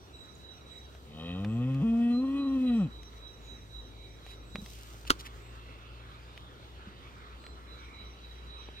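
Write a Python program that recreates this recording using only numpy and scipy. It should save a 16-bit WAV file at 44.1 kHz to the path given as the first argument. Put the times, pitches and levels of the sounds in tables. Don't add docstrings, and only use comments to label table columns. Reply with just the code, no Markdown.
import sys
import numpy as np
from scipy import signal
from scipy.fft import rfft, irfft, next_fast_len
from scipy.io import wavfile
from scipy.ndimage import uniform_filter1d, map_coordinates

SR = 44100
rng = np.random.default_rng(int(sys.argv[2]) if len(sys.argv) > 2 else 0)


def materialize(psi):
    bounded = np.clip(np.atleast_2d(psi).T, -1, 1)
    quanta = np.round(bounded * 32767).astype(np.int16)
    wavfile.write(sys.argv[1], SR, quanta)


N = 388080
T = np.arange(N) / SR
MOO_START_S, MOO_END_S, SHAKE_S = 1.006, 2.9175, 4.696
# (frequency [Hz], level [dB])
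HAIR_SPECTRUM = [(1500, -23), (3000, -6), (7000, -6), (11000, -17.5), (13000, -11), (16000, -17.5)]


def amp(db):
    return 10 ** (np.asarray(db) / 20)


def unit(x):
    return x / np.sqrt(np.mean(x ** 2) + 1e-20)


def along(points, hz):
    knots_hz, values = np.transpose(points)
    return np.interp(np.log(np.abs(hz) + 1), np.log(knots_hz + 1), values)


def curves(*tables):
    times_s, *columns = np.vstack(tables).T
    return [np.interp(T, times_s, column) for column in columns]


def ramp(start_s, length_s):
    return np.clip((T - start_s) / length_s, 0, 1)


def wobble(rate_hz):
    return map_coordinates(rng.standard_normal(int(N * rate_hz / SR) + 4), [T * rate_hz])


def resonance(hz, centre_hz, width_hz):
    return 1j * hz * width_hz / (centre_hz ** 2 - hz ** 2 + 1j * hz * width_hz)


def filtered(x, response):
    size = next_fast_len(x.shape[-1] + 8192)
    return irfft(rfft(x, size) * response(np.fft.rfftfreq(size, 1 / SR)), size)[..., :x.shape[-1]]


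def causal(spectrum, size=1024):
    cepstrum = irfft(np.log(amp(along(spectrum, np.fft.rfftfreq(size, 1 / SR)))))
    cepstrum[1:size // 2] *= 2
    cepstrum[size // 2 + 1:] = 0
    impulse = irfft(np.exp(rfft(cepstrum)))
    return impulse / np.linalg.norm(impulse)


def add(out, start_s, x):
    part = out[..., round(start_s * SR):][..., :x.shape[-1]]
    part += x[..., :part.shape[-1]]


def placed(x, lead_ms, pan_db):
    side = np.array([[.5], [-.5]])
    return amp(side * pan_db) * filtered(x, lambda hz: np.exp(2j * np.pi * hz * side * lead_ms / 1000))


def rush(spectrum, lead_ms, spread, patchy_db):
    bins = signal.stft(rng.standard_normal((3, N)), nperseg=512)[2]
    patches = uniform_filter1d(rng.standard_normal(bins.shape[1:]), size=6, axis=0)
    patches = uniform_filter1d(patches, size=16, axis=1)
    noise = signal.istft(bins * amp(patchy_db * unit(patches)), nperseg=512)[1][:, :N]
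    stereo = placed(noise[0], lead_ms, 0) + spread * noise[1:]
    return unit(filtered(stereo, lambda hz: amp(along(spectrum, hz))))


def air():
    # (frequency [Hz], level [dB])
    spectrum = [(30, -22), (65, -5.5), (100, -6.5), (200, -14.5), (400, -12.5), (650, -20.5), (1000, -25.5),
                (2000, -56)]
    return amp(-54.5 + .5 * wobble(8)) * rush(spectrum, lead_ms=.25, spread=.55, patchy_db=1)


def leaves():
    # (frequency [Hz], level [dB])
    spectrum = [(500, -25.5), (900, 1.5), (1300, 7.5), (1600, 0.5), (2700, -2.5), (3700, 0), (5000, -13),
                (7000, -21.5), (11000, -27.5), (15500, -37.5)]
    level_db = -60.5 + 4.5 * ramp(SHAKE_S, 1) + .71 * wobble(14)
    return amp(level_db) * rush(spectrum, lead_ms=.412, spread=.97, patchy_db=2.5) * amp([[-1.2], [1.2]])


def coat(flicks_per_s=220):
    settled = ramp(SHAKE_S, 1)
    stir = ramp(SHAKE_S - .21, .21) - settled
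    level_db = -69 + 11 * stir - 3.5 * settled
    hiss = amp(level_db + 1.3 * wobble(17)) * rush(HAIR_SPECTRUM, lead_ms=.356, spread=1, patchy_db=1.5)
    hits = rng.random(N) < stir * flicks_per_s / SR
    flicks = hits * rng.standard_normal(N) * np.sqrt(SR / flicks_per_s)
    crackle = placed(signal.fftconvolve(flicks, causal(HAIR_SPECTRUM))[:N], lead_ms=.22, pan_db=2.5)
    return hiss * amp([[-1.2], [1.2]]) + amp(level_db - 2.5) * crackle


def engine():
    # (time [s], firing rate [Hz], first order [dB], second order [dB])
    run = [(0, 67.9, -57, -69), (2.4, 64.13, -49, -62.5), (3.3, 54.38, -50, -61.5),
           (5.4, 56.66, -47, -54.5), (6.6, 59.73, -50.5, -58.5), (8.8, 59.34, -47.5, -69)]
    firing_hz, first_db, second_db = curves(run)
    phase = 2 * np.pi * np.cumsum(firing_hz * (1 + .02005 * wobble(19))) / SR
    first = amp(first_db + 2.5 * wobble(14)) * np.sin(phase)
    second = amp(second_db + 1.2 * wobble(1)) * np.sin(2 * phase)
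    return placed(first + second, lead_ms=.36, pan_db=1.3)


def tit(period_s=.267, settled_hz=3890, upper_hz=5816, fall_hz_per_s=298):
    # (start [s], end [s], level [dB], first pitch [Hz], first pair's offset [dB])
    phrases = [(-0.14, .8, -50, 3929, 0.5), (2.09, 4.6, -51, 4090, -3.5), (7.398, 8.8, -49.5, 4100, -9.5)]
    out, t = np.zeros(N), np.arange(SR // 4) / SR

    def whistle(hz, delay_s, length_s):
        arch = np.sin(np.pi * np.clip((t - delay_s) / length_s, 0, 1))
        return np.sin(2 * np.pi * np.cumsum(hz - fall_hz_per_s * t) / SR) * np.sqrt(np.abs(arch))

    for start_s, end_s, db, first_hz, offset_db in phrases:
        for k, time_s in enumerate(np.arange(start_s, end_s, period_s)):
            lower = whistle(settled_hz + (first_hz - settled_hz) * .5 ** k, delay_s=0, length_s=.14)
            upper = amp(-14.5 + 2 * rng.standard_normal()) * whistle(upper_hz, delay_s=.11, length_s=.1)
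            pair = amp(db + offset_db * .5 ** k) * (lower + upper)
            add(out, max(time_s, 0), pair[max(round(-time_s * SR), 0):])
    scatter = np.exp(.6j * wobble(140)) * amp(3 * wobble(40))
    return placed(np.real(signal.hilbert(out) * scatter), lead_ms=.079, pan_db=-8)


def woods(x, t60_s):
    t = np.arange(SR // 2) / SR
    tail = rng.standard_normal((2, len(t))) * amp(-60 * t / t60_s)
    return signal.fftconvolve(x, tail / np.linalg.norm(tail[0]), axes=1)[:, :N]


def birds(seep_s=.17, seep_hz=7900, seep_db=-74.5, seep_fall_hz=247, chirp_fall_hz=1350):
    seeps = [.11, .65, 1.445, 2.7, 4.42, 5.38, 7.38]
    # (start [s], length [s], start pitch [Hz], level [dB])
    chirps = [(0.351, 0.0061, 7600, -58), (3.39, 0.21, 7200, -69.5)]
    # (start [s], length [s], pitch [Hz], level [dB])
    far_calls = [(3.876, 0.35, 2290, -67.5), (5.353, 0.75, 2677, -65.5), (7.717, 0.35, 2244, -60)]
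    out, flutter_hz = np.zeros(N), 110 * wobble(400)
    notes = [(start_s, seep_s, seep_hz, seep_db, seep_fall_hz) for start_s in seeps]
    notes += [(*chirp, chirp_fall_hz) for chirp in chirps] + [(*call, 0) for call in far_calls]
    for start_s, length_s, start_hz, db, fall_hz in notes:
        progress = np.linspace(0, 1, int(length_s * SR))
        hz = start_hz - fall_hz * progress + flutter_hz[round(start_s * SR):][:len(progress)]
        tone = np.sqrt(2) * np.sin(2 * np.pi * np.cumsum(hz) / SR)
        add(out, start_s, amp(db) * np.sin(np.pi * progress) * tone)
    return placed(out, lead_ms=0, pan_db=-6)


def contact(spectrum, t60_s, tail_db, tail_t60_s):
    t = np.arange(SR // 8) / SR
    scrape = rng.standard_normal(len(t)) + .5 * rng.standard_normal((2, len(t)))
    burst = scrape * (amp(-60 * t / t60_s) + amp(tail_db - 60 * t / tail_t60_s))
    burst[:, 0] += 8
    crack = signal.fftconvolve(burst, causal(spectrum)[None])
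    return 2.6 * crack / np.linalg.norm(crack, axis=1, keepdims=True)


def ticks():
    # (time [s], relative level [dB], tilt [dB/octave])
    hits = [(0.95, -41, -3), (1.447, -29, -1), (1.746, -40.5, 4.5), (3.032, -43, 5), (4.265, -38, 1),
            (4.557, -24, -0.5), (4.661, -37, 4), (4.943, -39.5, -13), (5.052, -40, -1.5),
            (6.377, -34.5, 2.5), (7.441, -41, -3.5), (7.466, -36.5, -0.5), (8.687, -33.5, -8)]
    # (frequency [Hz], level [dB])
    spectrum = [(200, -5.5), (600, 6.5), (1400, -1.5), (2500, 7), (3800, -2.5), (7000, -18), (15000, -30.5)]
    out = np.zeros((2, N))
    for time_s, db, tilt_db in hits:
        tilted = [(hz, level_db + tilt_db * np.log2(hz)) for hz, level_db in spectrum]
        add(out, time_s, amp(db + 4.5) * contact(tilted, t60_s=.012, tail_db=-10, tail_t60_s=.04))
    return out


def moo_controls(strain_hz=239.8, strain_span_hz=39, lift_s=.04, release_s=.087):
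    # (time [s], pitch [Hz])
    low_register = [(1.1, 73.17), (1.349, 90.86), (1.6, 121.7), (1.69, 132.2), (1.812, 137.4)]
    # (time [s], pitch [Hz])
    high_register = [(1.838, 226.8), (2.14, 240.2), (2.237, 265.2), (2.384, 280.2), (2.55, 265.9),
                     (2.659, 253.2), (2.773, 226.3), (2.86, 145), (2.89, 80), (2.94, 52)]
    # (middle [s], length [s], gain [dB])
    flares = [(1.28, .2, 6), (2.07, .13, 5.5), (2.37, .08, 5), (2.744, .17, 3.5)]
    pitch_hz, = curves(low_register, high_register)
    lift = ramp(high_register[0][0] - lift_s, lift_s)
    strain = np.clip((pitch_hz - strain_hz) / strain_span_hz, 0, 1)
    release = (1 - ramp(MOO_END_S - release_s, release_s)) ** 2
    swell = lambda attack_s: ramp(MOO_START_S, attack_s) ** 1.65 * release
    flare_db = sum(db * np.exp(-(2 * (T - mid_s) / length_s) ** 4) for mid_s, length_s, db in flares)
    hum_gain = swell(attack_s=.56) * amp(-29.5 + 4.5 * lift - 5.5 * strain)
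    throat_gain = swell(attack_s=.23) * amp(-49.5 + 3.5 * lift - 2 * strain)
    buzz_gain = swell(attack_s=.23) * amp(-57.5 + flare_db)
    return pitch_hz, strain, hum_gain, throat_gain, buzz_gain


def harmonics(pitch_hz, phase, response, count):
    wave, power = 0, 1e-12
    for k in range(1, count + 1):
        gain = response(k * pitch_hz)
        wave = wave + np.real(gain * np.exp(1j * k * phase))
        power = power + np.abs(gain) ** 2 / 2
    return wave / np.sqrt(power)


def throat(hz):
    # (centre [Hz], width [Hz], level [dB])
    formants = [(445, 44, 3), (507, 42, 3.5), (696, 23, -0.5), (806, 43, -18), (1059, 58, -6.5),
                (1212, 18, -5)]
    peaks = sum(amp(db) * resonance(hz, centre_hz, width_hz) for centre_hz, width_hz, db in formants)
    return peaks / (1 + (hz / 1480) ** 20) / (1 + (400 / (hz + 1)) ** 10)


def moo(subtone_db=-12.5):
    # (frequency [Hz], level [dB])
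    hum_spectrum = [(70, -2), (130, 5.5), (205, 4.5), (255, 3), (305, -8), (390, -22.5), (480, -75)]
    # (frequency [Hz], level [dB])
    buzz_spectrum = [(1500, -36), (1900, 5.5), (2200, -22.5), (2550, 11), (2800, -4), (3200, 4),
                     (4600, -32.5), (8300, -20), (9600, -21), (10800, -46)]
    pitch_hz, strain, hum_gain, throat_gain, buzz_gain = moo_controls()
    pitch_hz = pitch_hz * (1 + (.003 + .005 * strain) * wobble(110) + .004 * wobble(22))
    phase = 2 * np.pi * np.cumsum(pitch_hz) / SR
    on = (T > MOO_START_S) & (T < MOO_END_S)
    voiced = lambda response, count: harmonics(pitch_hz[on], phase[on], response, count)
    muzzle = lambda hz: amp(along(hum_spectrum, hz)) * np.exp(1j * np.angle(resonance(hz, 190, 70)))
    strained_throat = lambda hz: throat(hz) + strain[on] * resonance(hz, 1085, 110) ** 2
    nose = lambda hz: amp(along(buzz_spectrum, hz))
    nostrils = lambda hz: resonance(hz, 3100, 300) ** 2 + resonance(hz, 3780, 250) ** 2
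    hum, overtones, buzz = np.zeros((3, N))
    hum[on] = voiced(muzzle, count=6)
    overtones[on] = voiced(lambda hz: strained_throat(hz) * np.exp(-1j * (hz / 380) ** 2), count=22)
    buzz[on] = voiced(lambda hz: nose(hz) * np.exp(1j * np.sqrt(hz)), count=56)
    overtones *= 1 + 2 * amp(subtone_db) * strain * np.cos(phase / 2)
    puffs = rng.standard_normal(N) * (1 + np.cos(phase))
    overtones += .15 * unit(filtered(puffs, throat))
    buzz += .45 * unit(filtered(puffs, nose))
    onset_rasp = amp(-51) * np.exp(-((T - 1.27) / .13) ** 2) * unit(filtered(puffs, nostrils))
    hum *= hum_gain * amp((.62 + .36 * strain) * wobble(70))
    overtones *= throat_gain * amp(1.76 * wobble(45))
    buzz *= buzz_gain * amp(2 * wobble(35.74))
    return placed((hum + overtones + buzz + onset_rasp) * on, lead_ms=.09, pan_db=.9)


def brushes():
    # (middle [s], length [s], level [dB], band centre [Hz])
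    strokes = [(4.303, 0.1, -56.5, 2800), (4.797, .27, -60.5, 2600), (5.078, 0.016, -42, 3120),
               (5.204, .022, -44.5, 3900), (5.264, .025, -44, 2180)]
    out = np.zeros(N)
    for mid_s, length_s, db, centre_hz in strokes:
        t = np.arange(int(3 * length_s * SR)) / SR
        half_s = t[-1] / 2
        grains = rng.standard_normal(len(t)) * rng.exponential(size=len(t))
        hiss = unit(filtered(grains, lambda hz: resonance(hz, centre_hz, width_hz=1400)))
        add(out, mid_s - half_s, amp(db) * hiss * np.exp(-(2 * (t - half_s) / length_s) ** 2))
    return placed(out, lead_ms=.42, pan_db=-3)


def thud(hz, t60_s):
    t = np.arange(SR // 8) / SR
    return np.sin(2 * np.pi * hz * t) * amp(-60 * t / t60_s)


def ears():
    # (time [s], level [dB])
    flaps = [(4.55, -31.5), (4.585, -33), (4.623, -35), (6.873, -37.5)]
    out = np.zeros(N)
    for time_s, db in flaps:
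        add(out, time_s, amp(db) * thud(hz=199, t60_s=.068))
    return out


def ear_tag():
    # (time [s], crack level [dB], knock level [dB])
    hits = [(5.0996, -14, -52), (5.104, 1.5, -33), (5.1109, -21, -27.5), (5.1141, -17.5, -26.5)]
    # (frequency [Hz], level [dB])
    spectrum = [(100, -2.5), (330, -1.5), (750, -14.5), (1300, 9.5), (1750, -8), (3200, -4.5), (4400, -5),
                (7500, -16.5), (8800, -16.5), (10000, -20.5), (16000, -29)]
    cracks, knocks = np.zeros((2, 2, N))
    for time_s, crack_db, knock_db in hits:
        add(cracks, time_s, amp(crack_db) * contact(spectrum, t60_s=.011, tail_db=-15, tail_t60_s=.07))
        add(knocks, time_s, amp(knock_db) * thud(hz=344, t60_s=.015))
    return knocks + placed(cracks, lead_ms=.3, pan_db=-3)


def scene():
    near = moo() + ticks() + ears() + ear_tag() + brushes()
    far = tit() + birds()
    echo = woods(amp(-31) * near + amp(-3) * far, t60_s=.8)
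    return near + far + echo + engine() + air() + leaves() + coat()


def record(dry, ceiling=.88, top_hz=15850):
    rounded = dry / (1 + (dry / ceiling) ** 4) ** .25
    return filtered(rounded, lambda hz: hz < top_hz)


dry = scene()
out = record(dry)
materialize(out)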